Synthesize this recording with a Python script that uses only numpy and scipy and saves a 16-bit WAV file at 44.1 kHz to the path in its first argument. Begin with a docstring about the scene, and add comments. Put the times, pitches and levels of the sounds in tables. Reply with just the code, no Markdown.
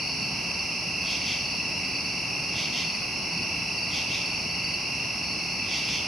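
"""A summer night outdoors. From the start, tree crickets trill in fast, regular pulses by scraping their
wings, over a far chorus of insects, a distant rumble and a faint machine hum. Far field crickets come
and go in short, higher runs. At 0.5 s a near field cricket joins in, chirping about twice a second.
From 1.1 s a katydid rasps in pairs of strokes, about every 1.5 s. Trees scatter the calls into a short
echo, and the trills and the chorus carry on to the end."""
import sys
import numpy as np
from scipy import signal
from scipy.fft import rfft, irfft, next_fast_len
from scipy.io import wavfile
from scipy.ndimage import map_coordinates

SR = 44100
rng = np.random.default_rng(int(sys.argv[2]) if len(sys.argv) > 2 else 0)


def dump(signal):
    """Clip the signal to [-1, 1] and save it as 16-bit WAV at the path in sys.argv[1]."""
    limited = np.clip(np.atleast_2d(signal).T, -1, 1)
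    pcm = np.round(limited * 32767).astype(np.int16)
    wavfile.write(sys.argv[1], SR, pcm)


N = 267687


def amp(db):
    """Turn decibels into a number to multiply by."""
    return 10 ** (np.asarray(db) / 20)


def unit(x):
    """Scale a sound to an average strength (rms) of 1."""
    return x / np.sqrt(np.mean(x ** 2) + 1e-20)


def clock():
    """The time of each sample, in seconds."""
    return np.arange(N) / SR


def along(points, hz):
    """Read between the rows of a (frequency, value) table, on a log scale of frequency."""
    f, v = np.transpose(points)
    return np.interp(np.log(hz + 1), np.log(f + 1), v)


def wobble(rate):
    """A smooth curve through `rate` random values a second."""
    values = rng.standard_normal(int(N * rate / SR) + 4)
    return map_coordinates(values, [clock() * rate], mode="nearest")


def filtered(x, response):
    """Turn each frequency of x up or down by response(hz)."""
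    size = next_fast_len(N + SR // 2)
    return irfft(rfft(x, size) * response(np.fft.rfftfreq(size, 1 / SR)), size)[..., :N]


def noise(spectrum):
    """Two unrelated noises with the given tone colour."""
    return unit(filtered(rng.standard_normal((2, N)), lambda hz: amp(along(spectrum, hz))))


# How alike left and right are: f/Hz, likeness (1 = the same, 0 = unrelated)
LIKENESS = [(100, 0.96), (250, 0.86), (1200, 0.82), (2700, 0.8), (4500, 0.5), (5500, 0.49), (6800, 0.51),
            (8500, 0.075), (11000, -0.14)]

def spread(pair):
    """Sound from all around: left and right are alike in the bass, unrelated in the treble."""
    turn = lambda hz: np.arccos(np.clip(along(LIKENESS, hz), -1, 1)) / 2
    mid, side = filtered(pair, lambda hz: np.array([np.cos(turn(hz)), np.sin(turn(hz))]))
    return np.array([mid + side, mid - side])


# How long the trees' echo takes to fade by 60 dB: f/Hz, t/s
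ECHO_FADE = [(500, 0.36), (3000, 0.53), (6000, 0.94), (12000, 0.61)]

def among_trees(x, echo_db):
    """Leaves and trunks scatter a call into an echo; its overall power stays the same."""
    hz, t, hiss = signal.stft(rng.standard_normal((2, SR // 2)), SR, nperseg=256)
    fade = amp(-60 * t / along(ECHO_FADE, hz)[:, None])
    tail = signal.istft(hiss * fade, SR, nperseg=256)[1]
    echo = spread(signal.fftconvolve(x[None], tail, axes=1)[:, :N])
    return np.std(x) * unit(unit(x) + amp(echo_db) * unit(echo))


# The tone colour of far traffic: f/Hz, relative level/dB
TRAFFIC_COLOUR = [(19, -45), (32, -18.5), (65, -5), (173, 0), (306, -5.5), (491, -12.5), (762, -9),
                  (887, -9), (1120, -13), (1220, -14.5), (1710, -20), (1800, -23.5), (2340, -49),
                  (3960, -120)]

def traffic():
    """Distant traffic makes a low rumble that drifts gently in loudness."""
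    drift = amp(.3 * wobble(4))
    return amp(-38.5) * drift * spread(noise(TRAFFIC_COLOUR))


# The tones in the hum: f/Hz, level/dB
HUM_TONES = [(76, -64), (172, -54), (266, -58), (1095, -59.5)]

def machine_hum():
    """A machine hums with a few faint, slightly unsteady tones."""
    return sum(amp(db + 1.3 * wobble(2.3)) * unit(np.sin(2 * np.pi * hz * clock() + .5 * wobble(3.02)))
               for hz, db in HUM_TONES)


# The tone colour of the smallest insects: f/Hz, relative level/dB
FIZZ_COLOUR = [(6000, -30), (7500, -12.5), (8100, 1), (9150, 2.5), (9550, 0.5), (10300, 5.5), (10900, 2),
               (11600, -3), (12100, -35), (13000, -36)]

def tiny_insects():
    """The smallest singers blend into a thin, high fizz."""
    return amp(-51.5) * spread(noise(FIZZ_COLOUR))


# The tone colours of two far crowds of insects: f/Hz, relative level/dB
TREE_CRICKET_CROWD = [(1500, -48), (1850, -20), (2000, -8.5), (2300, -6.5), (2420, -4), (2520, -0.5),
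                      (2700, 2), (2850, -2), (3000, -13.5), (3300, -22), (3700, -22.5), (4300, -71)]
GROUND_INSECT_CROWD = [(3200, -58), (3850, -19.5), (4150, -7.5), (4450, -2), (4850, -4.5), (5150, 0),
                       (5400, 2.5), (5700, -3), (6150, -11.5), (6450, -19), (7100, -31), (8200, -59)]

def chorus(spectrum, throb_hz, depth, sway_db, bands=14):
    """Many far singers merge; each narrow band of pitch throbs and sways at its own pace."""
    crowd, out = noise(spectrum), np.zeros((2, N))
    centres = np.geomspace(spectrum[1][0], spectrum[-2][0], bands)
    for band in np.eye(bands):
        voices = filtered(crowd, lambda hz: np.interp(hz, centres, band))
        start = rng.random()
        pace = throb_hz * np.exp(rng.normal(0, .25) + 0.0307 * wobble(4))
        throb = np.sin(2 * np.pi * (start + np.cumsum(pace) / SR))
        out += voices * (1 + depth * throb) * amp(sway_db * wobble(5.0))
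    return unit(spread(out))


def closure(progress):
    """One closing of the wings swells and fades as progress goes from 0 to 1."""
    return np.sin(np.pi * np.clip(progress, 0, 1)) ** 2


def trill(hz, rate, scatter_hz, duty, fall_hz, uneven_db):
    """A scraper drags over a row of teeth and rings the wing; the tone sags as the wing slows."""
    cycles = rng.random() + np.cumsum(rate * (1 + 0.0027 * wobble(3.01))) / SR
    stroke, progress = cycles.astype(int), cycles % 1
    strength, detune = rng.standard_normal((stroke[-1] + 1, 2))[stroke].T
    pitch = hz + scatter_hz * detune + fall_hz * (.5 - progress)
    pulses = closure(progress / min(duty, 1))  # duty: the share of each cycle that sounds
    return unit(amp(uneven_db * strength) * pulses * np.sin(2 * np.pi * np.cumsum(pitch) / SR))


# One far cricket a row: wing tone f/Hz, pulse rate f/Hz, first run t/s, repeat time t/s,
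# run length t/s, level/dB
CRICKET_RUNS = [(4570, 20.2, -0.113, 1.89, 0.44, -41), (4495, 20.7, 1.014, 3.2, 0.61, -40),
                (4450, 58, -.05, 2.63, 0.37, -39.8), (4700, 23, 1.1, 3.42, .36, -43)]

def far_field_crickets(pulse_s=0.023, rise_s=.04, fade_s=0.11):
    """Each sings a run, rests and starts again; the trees blur fast pulses into almost a held tone."""
    songs = np.zeros(N)
    for hz, rate, first, every, lasts, db in CRICKET_RUNS:
        since = (clock() - first) % every
        effort = np.clip(np.minimum(since / rise_s, (lasts - since) / fade_s + .5), 0, 1)
        song = trill(hz, rate, scatter_hz=32, duty=pulse_s * rate, fall_hz=110, uneven_db=2.0)
        songs += amp(db) * effort * song
    return among_trees(songs, echo_db=1.5)


# One chirp a row: middle pulse t/s, relative level/dB
CRICKET_CHIRPS = [(.545, -33), (1.063, -32.5), (1.521, -38), (2.01, -35.5), (2.445, -36), (2.902, -33),
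                  (3.381, -32.5), (3.83, -34), (4.267, -38), (4.693, -31), (5.236, -37), (5.73, -36)]

def near_field_cricket(tone_hz=4570, fall_hz=260, pulse_s=0.02016, octave_db=-22):
    """The wings close three times a chirp; each pulse falls in pitch and is louder than the last."""
    out, t = np.zeros(N + SR), np.arange(int(pulse_s * SR)) / SR
    for middle, db in CRICKET_CHIRPS:
        for offset_s, accent_db in [(-.045, -3), (0, -1.5), (.051, 0)]:
            pitch = tone_hz + rng.normal(0, 21) + fall_hz * (.5 - t / pulse_s)
            phase = 2 * np.pi * np.cumsum(pitch) / SR
            pulse = closure(t / pulse_s) * (np.sin(phase) + amp(octave_db) * np.sin(2 * phase))
            start = round((middle + offset_s - pulse_s / 2) * SR)
            out[start:][:len(t)] += amp(db + accent_db + 5.5) * pulse
    return among_trees(out[:N], echo_db=-7)


# One pair of strokes a row: middle of the first stroke t/s, level/dB, half a stroke's length t/s
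KATYDID_CALLS = [(1.118, -30.5, 0.043), (2.602, -30, 0.041), (3.968, -30.5, 0.037), (5.748, -30, .05)]
# How strongly the katydid's wing rings: f/Hz, relative level/dB
KATYDID_WING = [(1300, -57), (1850, -14.5), (2100, -2), (2350, 4), (2750, -3.5), (3200, 3), (3600, -1.5),
                (4000, -6), (4600, -0.5), (5400, -1.5), (6100, -3.5), (7000, -20.5), (8500, -25),
                (12000, -28.5)]

def katydid(teeth_per_s=1300, gap_s=0.18, second_stroke_db=0.1):
    """Each stroke is a swelling run of tiny tooth strikes on a wing that rings at many pitches."""
    t = clock()
    swell = lambda middle, half: np.exp(-.5 * ((t - middle) / half) ** 2)
    effort = sum(amp(db) * (swell(first, half) + amp(second_stroke_db) * swell(first + gap_s, half))
                 for first, db, half in KATYDID_CALLS)
    teeth_passed = np.floor(np.cumsum(teeth_per_s * np.exp(.4 * wobble(900))) / SR)
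    strikes = np.diff(teeth_passed, prepend=0) * amp(1.5 * rng.standard_normal(N))
    rasp = unit(filtered(strikes, lambda hz: amp(along(KATYDID_WING, hz))))
    return among_trees(effort * rasp, echo_db=-2)


# One steady singer a row: wing tone f/Hz, pulse rate f/Hz, level/dB,
# pitch scatter between pulses f/Hz, echo level/dB (against the direct sound)
STEADY_SINGERS = [(2714, 41.8, -39.5, 4, -5), (2676, 42.3, -42.5, 6, -2), (2592, 40.6, -47.5, 6, -1),
                  (2265, 61.8, -51, 6, 3), (11495, 73.5, -68.5, 9, 0)]

def steady_trills():
    """Tree crickets trill and one faint, very high ground cricket buzzes; farther ones echo more."""
    out = np.zeros((2, N))
    for hz, rate, db, scatter_hz, echo_db in STEADY_SINGERS:
        song = trill(hz, rate, scatter_hz, duty=.86, fall_hz=18, uneven_db=1)
        out += among_trees(amp(db + 0.52 * wobble(1.93)) * song, echo_db)
    return out


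def scene():
    """Add up the far crowds, the single singers, the hum and the rumble."""
    low = amp(-35.5) * chorus(TREE_CRICKET_CROWD, throb_hz=45, depth=0.16, sway_db=1.5)
    high = amp(-34.0) * chorus(GROUND_INSECT_CROWD, throb_hz=70, depth=0.18, sway_db=0.45)
    fizz = tiny_insects()
    singers = steady_trills() + near_field_cricket() + far_field_crickets() + katydid()
    return low + high + fizz + singers + machine_hum() + traffic()


# How much louder the left side is than the right: f/Hz, level/dB
LEFT_OVER_RIGHT = [(50, -1), (200, 0.1), (1200, 0), (2700, -1.5), (5000, 0), (9000, -1)]

def record(dry, top_hz=13000):
    """The microphone's two openings differ slightly in tone colour; nothing above top_hz is kept."""
    return filtered(dry, lambda hz: amp(np.outer([.5, -.5], along(LEFT_OVER_RIGHT, hz))) * (hz < top_hz))


dry = scene()
out = record(dry)
dump(out)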